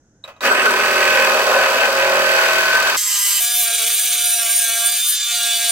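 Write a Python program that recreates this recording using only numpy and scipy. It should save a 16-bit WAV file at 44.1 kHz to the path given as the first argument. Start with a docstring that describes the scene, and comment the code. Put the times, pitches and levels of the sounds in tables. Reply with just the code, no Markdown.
"""Reciprocating saw on a steel shaft

A cordless saw clinks down inside a sheet-metal housing and cuts at about 41 strokes a second.
Each stroke shakes the panels, rattles shoe and blade and rings the shaft; the teeth rasp on top.
After three seconds the rasp drops out and the cut runs in fast motion, five and then six times
as fast, with pitch and stroke rate rising to match."""
import sys
import numpy as np
from scipy import signal
from scipy.fft import rfft, irfft, next_fast_len
from scipy.io import wavfile
from scipy.ndimage import uniform_filter1d, map_coordinates

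SR = 44100
rng = np.random.default_rng(int(sys.argv[2]) if len(sys.argv) > 2 else 0)


def unload_audio(sound):
    """Save the sound as a 16-bit wav file, at the path given as the first command line argument."""
    columns = np.transpose(np.atleast_2d(sound))
    # keep every value between -1 and 1, then stretch to whole-number steps
    steps = np.round(np.clip(columns, -1, 1) * 32767)
    wavfile.write(sys.argv[1], SR, steps.astype(np.int16))


N = 251811


def from_db(db):
    """Decibels to gain."""
    return 10 ** (np.asarray(db) / 20)


def rms_one(x):
    """Scale to unit power."""
    return x / np.sqrt(np.mean(x ** 2) + 1e-20)


def in_time(rows, t):
    """Read each column of an automation curve at the times t."""
    s, *columns = np.transpose(rows)
    return [np.interp(t, s, c) for c in columns]


def at_hz(points, hz):
    """Read a curve on a log-frequency axis."""
    f, value = np.transpose(points)
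    return np.interp(np.log(hz + 1e-3), np.log(f), value)


def drift(t, rate):
    """Random modulation of spread 1 that turns about rate times a second."""
    knots = np.arange(t[0], t[-1] + 2 / rate, 1 / rate)
    return np.interp(t, knots, rng.standard_normal(len(knots))) * np.sqrt(3 / 2)


def rise(t, s, edge_s):
    """A smooth step from 0 to 1, centred on s."""
    return .5 + .5 * np.sin(np.pi * np.clip((t - s) / edge_s, -.5, .5))


def spell(t, start, end, edge_s):
    """Swell, hold and fade."""
    return rise(t, start, edge_s) * (1 - rise(t, end, edge_s))


def faded(x, edge_s=0.002):
    """Soften both ends of a stretch."""
    age = np.arange(x.shape[1]) / SR
    return x * np.sin(np.pi / 2 * np.minimum(np.minimum(age, age[::-1]) / edge_s, 1))


def evened(x, window_s=0.052):
    """Ride the gain to hold the running power at 1."""
    power = uniform_filter1d(np.mean(x ** 2, axis=0), int(window_s * SR))
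    return x / np.sqrt(np.abs(power) + 1e-12)


def resonances(modes, hz):
    """Parallel resonators of alternating sign, rolled off steeply outside their range."""
    bank = sum((-1) ** k * from_db(db) * 1j * hz * width / (f * f - hz * hz + 1j * hz * width)
               for k, (f, width, db) in enumerate(modes))
    low, high = 0.56 * modes[0][0], 1.55 * modes[-1][0]
    return bank / np.sqrt((1 + (low / (hz + 1)) ** 8) * (1 + (hz / high) ** 8))


# stereo image at natural speed: (frequency [Hz], left-right correlation [0-1])
LIKENESS = [(100, 0.97), (500, 1), (1000, 0.74), (2500, 0.47), (8000, 0.11), (14000, 0.33)]
def radiate(pair, response, speed=1, left_lag_s=.00009):
    """Colour a mid-side pair by a response pitched up by speed; the left side arrives later."""
    size = next_fast_len(pair.shape[1])
    hz = np.arange(size // 2 + 1) * SR / size / speed
    mid, side = rfft(pair, size) * response(hz)
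    alike = np.clip(at_hz(LIKENESS, hz), 0, 1)
    mid, side = np.sqrt(1 + alike) * mid, np.sqrt(1 - alike) * side
    left = (mid + side) * np.exp(-2j * np.pi * hz * left_lag_s)
    return irfft(np.array([left, mid - side]), size)[:, :pair.shape[1]]


# room tone colour: (frequency [Hz], level [dB])
AIR = [(30, -16), (100, -9.5), (270, -14.5), (600, -23.5), (1170, -35), (1540, -25), (2300, -44),
       (4700, -43.5), (6250, -25.5), (8900, -47), (16000, -70)]
def room_tone():
    """A faint bed of rumble and hiss from the surroundings."""
    bed = radiate(rng.standard_normal((2, N)), lambda hz: from_db(at_hz(AIR, hz)))
    return from_db(-57.5) * rms_one(bed)


# blade and trigger touch before the motor starts: (time [s], clink [dB], knock [dB])
TOUCHES = [(0.239, -28.5, -43), (0.248, -35, -43.5), (0.277, -52, -37), (0.288, -52, -49),
           (0.304, -60, -63), (0.363, -58, -56), (0.407, -31.5, -30.5)]
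# partials of the free blade: (frequency [Hz], level [dB], t60 [s])
CLINK = [(3844, 6.5, 0.053), (3937, 4, 0.022), (7700, -13, 0.039), (8300, -18, 0.039)]
def touches(t, knock_t60=0.14, tail_t60=0.48, tail_db=-13, tick_db=-9):
    """Each touch clinks the blade and sends a knock through the housing, with a gritty tick on top."""
    clink, knock, tick = np.zeros((3, len(t)))
    for s, clink_db, knock_db in TOUCHES:
        age = np.maximum(t - s, 0)
        attack = np.minimum(age / .002, 1)
        for hz, db, t60 in CLINK:
            clink += attack * from_db(clink_db + db - 60 * age / t60) * np.sin(2 * np.pi * hz * age)
        hit = (t >= s) * from_db(knock_db)
        decay = from_db(-60 * age / knock_t60)
        knock += hit * (decay + from_db(tail_db - 60 * age / tail_t60))
        tick += hit * decay * from_db(tick_db)
    body = radiate(rng.standard_normal((2, len(t))), lambda hz: resonances(PANEL + SHOE + BLADE, hz))
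    grit = radiate(rng.standard_normal((2, len(t))), lambda hz: from_db(at_hz(RASP, hz)))
    return clink + knock * rms_one(body) + tick * rms_one(grit)


def stroke_force(t, turns, speed, swing_db, pull_db, jolt_db=1):
    """Force swings twice a turn, harder on the pull than the return, and jolts as teeth catch."""
    angle = 2 * np.pi * turns
    jolts = drift(t, 450 * speed)
    return from_db(swing_db * np.cos(2 * angle) + pull_db * np.cos(angle) + jolt_db * jolts)


# rasp colour: (frequency [Hz], level [dB])
RASP = [(1820, -43), (3100, -4.5), (3480, -6.5), (3780, -4), (4100, -7.5), (4540, -1.5), (5380, -9.5),
        (6090, -7), (7120, -13.5), (7880, -9.5), (8560, -17), (9540, -18.5), (12100, -15), (15200, -18.5),
        (15800, -12)]
# rasp envelope: (time [s], level [dB])
BITE = [(0.41, -40.5), (0.46, -24.5), (0.5, -32), (1.05, -27), (2.13, -29), (2.36, -26.5), (2.96, -27.5)]
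# the blade's thin note: (time [s], pitch [Hz], level [dB])
SINGING = [(0.42, 7900, -59), (0.49, 7950, -34), (0.57, 8250, -36), (0.85, 8130, -37.5), (1.15, 7950, -41),
           (2.0, 7950, -45), (2.95, 7860, -44)]
def teeth(t):
    """Teeth tear chips off the steel on every stroke, and the blade sings thinly."""
    turns = np.cumsum(in_time(CRANK, t)[0]) / SR
    force = stroke_force(t, turns, 1, swing_db=1.5, pull_db=1.2)
    grain = from_db(3.9 * rng.standard_normal(len(t)))
    chips = force * grain * rng.standard_normal((2, len(t)))
    rasp = evened(radiate(chips, lambda hz: from_db(at_hz(RASP, hz))))
    note_hz, note_db = in_time(SINGING, t)
    phase = 2 * np.pi * np.cumsum(note_hz) / SR
    note = np.array([drift(t, 260) * np.sin(phase) + drift(t, 180) * np.cos(phase) for _ in range(2)])
    return from_db(in_time(BITE, t)[0] + 5) * rasp + from_db(note_db) * rms_one(force * note)


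# the saw bounces in the cut: (start [s], end [s], added looseness [0-1])
BOUNCES = [(.3, .82, .52), (1.274, 1.98, 0.47), (2.77, 2.97, 0.3), (3.082, 3.156, 0.32), (3.66, 4.25, 0.35)]
def looseness(t, seated=0.22, edge_s=0.19):
    """Share of the rattle that is new on every stroke: small when seated, large when bouncing."""
    bounce = sum(share * spell(t, start, end, edge_s) for start, end, share in BOUNCES)
    return np.clip(seated + bounce, .02, .98)


def repeating_rattle(turns, memory=0.97):
    """A rattle locked to the crank: each stroke keeps most of the pattern of the one before."""
    size, count = int(len(turns) / turns[-1]), int(turns[-1]) + 102
    pattern = signal.lfilter([1], [1, -memory], rng.standard_normal((count, size)), axis=0)[100:]
    return rms_one(map_coordinates(pattern.ravel(), [turns * size], order=3))


def crank_tones(t, turns, speed, harmonics, waver=0.15):
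    """Clean multiples of the stroke rate, each wavering in level and phase."""
    out = np.zeros((2, len(t)))
    for k, db in harmonics:
        phase = 2 * np.pi * (k * turns + rng.random()) + waver * drift(t, 5 * speed)
        apart = k * (rng.normal(0, 0.036) - .028)   # higher tones sit wider in stereo
        out += from_db(db) * (1 + waver * drift(t, 5 * speed)) * np.sin([phase + apart, phase])
    return rms_one(out)


def ringing(t, speed, loose, drive, modes):
    """A part rings at about unit level, taking up the shaking unevenly."""
    ring = evened(radiate(drive, lambda hz: resonances(modes, hz), speed), window_s=0.057)
    return ring * from_db(1.58 * np.sqrt(loose) * drift(t, 16 * speed))


def throb(t, turns, speed, loose, harmonics):
    """The crank's low end; a bouncing saw adds a bump twice a turn."""
    tones = crank_tones(t, turns, speed, harmonics, waver=0.26)
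    bump = crank_tones(t, turns, speed, [(2, 0)], waver=0.42)
    return tones + from_db(-3) * loose ** 2 * bump


# gearbox and frame modes at natural speed: (frequency [Hz], width [Hz], level [dB])
GEARBOX = [(213, 34, -12), (254, 24, -6.5), (321, 74, -13), (372.7, 27, 1), (417, 56, -3.5)]
FRAME = [(49.6, 54, -10), (77, 30, -0.5), (120, 7.5, 9), (164, 165, -4.5)]
def gearbox(t, turns, speed, loose, knocks, harmonics):
    """The gearbox hums when seated and clatters when loose; its knocks thud through the frame."""
    hum = crank_tones(t, turns, speed, harmonics, waver=0.52)
    clatter = ringing(t, speed, loose, knocks, GEARBOX)
    thud = ringing(t, speed, loose, knocks, FRAME)
    return np.sqrt(1 - loose) * hum + np.sqrt(loose) * clatter + from_db(-24.5) * thud


# panel modes at natural speed: (frequency [Hz], width [Hz], level [dB])
PANEL = [(483.5, 40, -3.5), (556.6, 32, 3), (620.6, 24, 1.5), (657, 14.6, 2), (754, 90, -6),
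         (824, 38, -0.5)]
# panel envelope: (time [s], level [dB])
PANEL_LEVEL = [(.5, -24), (.8, -24.5), (1.45, -19), (1.7, -20.5), (1.95, -22.5), (2.2, -20), (2.88, -27.5),
               (2.97, -32.5), (3.45, -25), (5.28, -25.5), (5.4, -20), (5.71, -22.8)]
def panels(t, turns, speed, loose, knocks, harmonics):
    """The sheet metal drones with the crank's upper harmonics and clangs under its knocks."""
    drone = crank_tones(t, turns, speed, harmonics, waver=0.41)
    clang = ringing(t, speed, loose, knocks, PANEL)
    return from_db(in_time(PANEL_LEVEL, t)[0]) * (np.sqrt(1 - loose) * drone + np.sqrt(loose) * clang)


# steel modes at natural speed: (frequency [Hz], width [Hz], level [dB])
SHOE = [(863, 160, -6.5), (989, 45.6, 2), (1088, 76, -2), (1233, 36.5, 4), (1348, 200, -5.5)]
SHAFT = [(1462, 59, -16.5), (1524.3, 13.8, 0)]
BLADE = [(1669, 90, -4.5), (1953, 49, -5.5), (2085, 114, -11.5), (2542, 174, -3.5), (2632, 90, -2),
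         (2904, 300, -13)]
BLADE_DEEP = [(1667, 89, -2.5), (1870, 124, -1.5), (2110, 130, -2), (2410, 89, -11), (2420, 220, 0),
              (2600, 60, -11)]   # damped, deep in the slot
# the teeth grab: (time [s], length [s], shaft boost [dB], blade boost [dB])
GRABS = [(0.522, 0.026, 10, -6), (0.674, .06, 7, -4.5), (1.145, 0.18, 3, 3.5), (1.847, 0.038, 7, 1),
         (2.35, 0.17, 5.5, 2), (2.59, 0.21, 4, 2.5), (2.763, .07, 6.5, 1), (2.886, 0.044, 8, 2.5),
         (3.293, 0.19, 0, 5), (3.434, 0.046, 1, 4.5), (3.602, .09, 0, 7.5), (3.97, 0.16, 2.5, 3),
         (4.289, 0.11, 5, 2.5), (4.564, 0.1, 6.5, 2.5), (4.87, 0.022, 10.5, 5), (5.1, 0.046, 4, 6.5),
         (5.71, 0.028, 10, -1)]
def steel(t, speed, loose, rattle, knocks, blade_modes, shoe_db, shaft_db, blade_db):
    """Shoe, shaft and blade ring with the rattle; the thin blade repeats itself least."""
    for s, length_s, shaft_boost_db, blade_boost_db in GRABS:
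        grab = np.exp(-2 * ((t - s) / length_s) ** 2)
        shaft_db = shaft_db + shaft_boost_db * grab
        blade_db = blade_db + blade_boost_db * grab
    shoe = from_db(shoe_db) * ringing(t, speed, loose, rattle + 0.086 * knocks, SHOE)
    shaft = from_db(shaft_db) * ringing(t, speed, loose, rattle + 0.073 * knocks, SHAFT)
    blade = from_db(blade_db) * ringing(t, speed, loose, rattle + 0.45 * knocks, blade_modes)
    return shoe + pinch(t) * (shaft + blade)


# crank speed as heard in each stretch: (time [s], rate [strokes/s])
CRANK = [(0.5, 41.9), (1.14, 41.3), (1.18, 40.9), (2.07, 41.5), (2.68, 40.7), (2.8, 41.8), (2.96, 40.9)]
CRANK_FAST = [(2.971, 208.1), (3.224, 200), (3.294, 201.5), (3.399, 198.7)]
CRANK_FASTER = [(3.409, 235), (3.54, 238.9), (3.71, 229.9), (3.77, 236.4), (3.818, 225.5), (3.88, 235.1),
                (4.0, 238.5), (4.199, 236), (4.351, 234.8), (4.47, 228.8), (4.58, 235.7), (4.68, 229.5),
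                (4.86, 231.7), (4.94, 236.7), (5.12, 240.9), (5.4, 234.4), (5.71, 231.4)]
# crank tones, balanced within throb (1-4), gearbox (5-11), panels (12-20): (harmonic, level [dB])
HARMONICS = [(1, -60), (2, -37), (3, -26), (4, -27.5), (5, -26.5), (6, -24.5), (7, -22), (8, -25.5),
             (9, -12), (10, -15.5), (11, -17.5), (12, -8.5), (13, 2), (14, -3), (15, -2.5), (16, -3),
             (17, -31), (18, -14.5), (19, -23.5), (20, -4.5)]
HARMONICS_FAST = [(1, -33.5), (2, -28), (3, -17), (4, -13), (5, -6.5), (6, -7), (7, -13), (8, -5.5),
                  (9, -14), (10, 3.5), (11, -6.5), (12, -11), (13, -14), (14, -4), (15, 2.5), (16, -4),
                  (17, -14), (18, -19), (19, -8), (20, -23)]
HARMONICS_FASTER = [(1, -37.5), (2, -27.5), (3, -4), (4, -24), (5, -11.5), (6, -6.5), (7, -0.5), (8, -10.5),
                    (9, -8.5), (10, -2.5), (11, -3.5), (12, -7), (13, -2.5), (14, -21), (15, 2.5),
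                    (16, -10), (17, 0), (18, -11.5), (19, -7), (20, -3)]
# base mix: (unloaded rate [natural strokes/s], throb [dB], gearbox [dB], shoe [dB], shaft [dB], blade [dB])
MIX = (45.5, -50.5, -34.5, -20.5, -22.5, -19)
MIX_FAST = (43, -51, -38, -23, -23, -23)
MIX_FASTER = (41, -34, -35, -24, -23, -24)
def cutting(t, speed, crank, mix, harmonics, blade_modes, full_sag=2.72):
    """The crank shakes every part; speed is the fast-motion factor."""
    free_rate, throb_db, gearbox_db, shoe_db, shaft_db, blade_db = mix
    rate, loose = in_time(crank, t)[0], looseness(t)
    turns = np.cumsum(rate) / SR
    load = np.clip((free_rate - rate / speed) / full_sag, .08, 1)   # load slows the crank
    forming_s = (t - t[0]) * (speed == 1)   # the forming slot guides the saw and calms it
    throb_gain = load * from_db(throb_db - 14 * let_up(t))
    gearbox_gain = from_db(gearbox_db + 6 * load - 3.4 * forming_s - 2.5 * let_up(t))
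    calm_db = -1.0 * forming_s

    steady, fresh = np.sqrt(1 - loose), np.sqrt(loose)
    force = stroke_force(t, turns, speed, swing_db=-0.86, pull_db=2.2)
    knocks = force * rng.standard_normal((2, len(t)))
    pattern = np.array([repeating_rattle(turns), repeating_rattle(turns)])
    rattle = fresh * knocks + steady * force * pattern

    sound = throb_gain * steady * throb(t, turns, speed, loose, harmonics[:4])
    sound += gearbox_gain * gearbox(t, turns, speed, loose, knocks, harmonics[4:11])
    sound += panels(t, turns, speed, loose, knocks, harmonics[11:])
    sound += steel(t, speed, loose, rattle, knocks, blade_modes,
                   shoe_db + calm_db, shaft_db, blade_db + calm_db)
    hand_pressure = from_db(fresh * drift(t, 22 * speed))
    return sound * hand_pressure


# snag accents: (time [s], half length [s], boost [dB])
SNAGS = [(0.518, .007, 4), (0.661, .006, 7), (0.71, .006, 4), (2.75, .007, 3), (2.89, .02, 2),
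         (3.83, .02, 1.5), (4.137, .012, 2.5)]
def snags(t):
    """Gain bumps where the blade snags and the whole saw kicks."""
    return from_db(sum(db * np.exp(-((t - s) / half_s) ** 2) for s, half_s, db in SNAGS))


def let_up(t):
    """The hand eases off for a moment, 0 to 1."""
    return spell(t, start=4.99, end=5.26, edge_s=0.2)


def whistle(t, harmonic=15):
    """As the hand lets up, one crank harmonic meets a panel resonance and swells."""
    turns = np.cumsum(in_time(CRANK_FASTER, t)[0]) / SR
    return from_db(-26) * let_up(t) * crank_tones(t, turns, 6, [(harmonic, 0)])


def pinch(t, at_s=5.17, choke_db=-13, ease_s=0.1, lasting=0.11):
    """Gain dip as the slot pinches and chokes the ringing, then mostly lets go."""
    easing = np.exp(-np.maximum(t - at_s, 0) / ease_s)
    return from_db(choke_db * rise(t, at_s, edge_s=0.065) * (lasting + (1 - lasting) * easing))


def scene(fast_s=2.967, faster_s=3.403):
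    """The saw is set down and started, then runs on in fast motion."""
    t = np.arange(N) / SR
    start, fast, faster = (int(s * SR) for s in (TOUCHES[-1][0], fast_s, faster_s))
    out = room_tone()
    out[:, fast:] *= from_db(-22)   # the bed ducks in fast motion
    out[:, :fast] += touches(t[:fast])
    natural = t[start:fast]
    spin_up = rise(natural, 0.437, edge_s=0.083)
    first_cut = spin_up * cutting(natural, 1, CRANK, MIX, HARMONICS, BLADE)
    out[:, start:fast] += faded(first_cut + teeth(natural))
    out[:, fast:faster] += faded(cutting(t[fast:faster], 5, CRANK_FAST, MIX_FAST, HARMONICS_FAST, BLADE))
    deep_cut = cutting(t[faster:], 6, CRANK_FASTER, MIX_FASTER, HARMONICS_FASTER, BLADE_DEEP)
    out[:, faster:] += faded(deep_cut + whistle(t[faster:]))
    return snags(t) * out * from_db([[-.4], [.4]])   # leans slightly right


def record(dry, ceiling=0.67, cutoff_hz=15780):
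    """Soft-clip the highest peaks and cut the top end steeply."""
    rounded = dry / (1 + (dry / ceiling) ** 8) ** (1 / 8)
    return signal.sosfilt(signal.ellip(12, .1, 80, cutoff_hz, fs=SR, output="sos"), rounded)


dry = scene()
out = record(dry)
unload_audio(out)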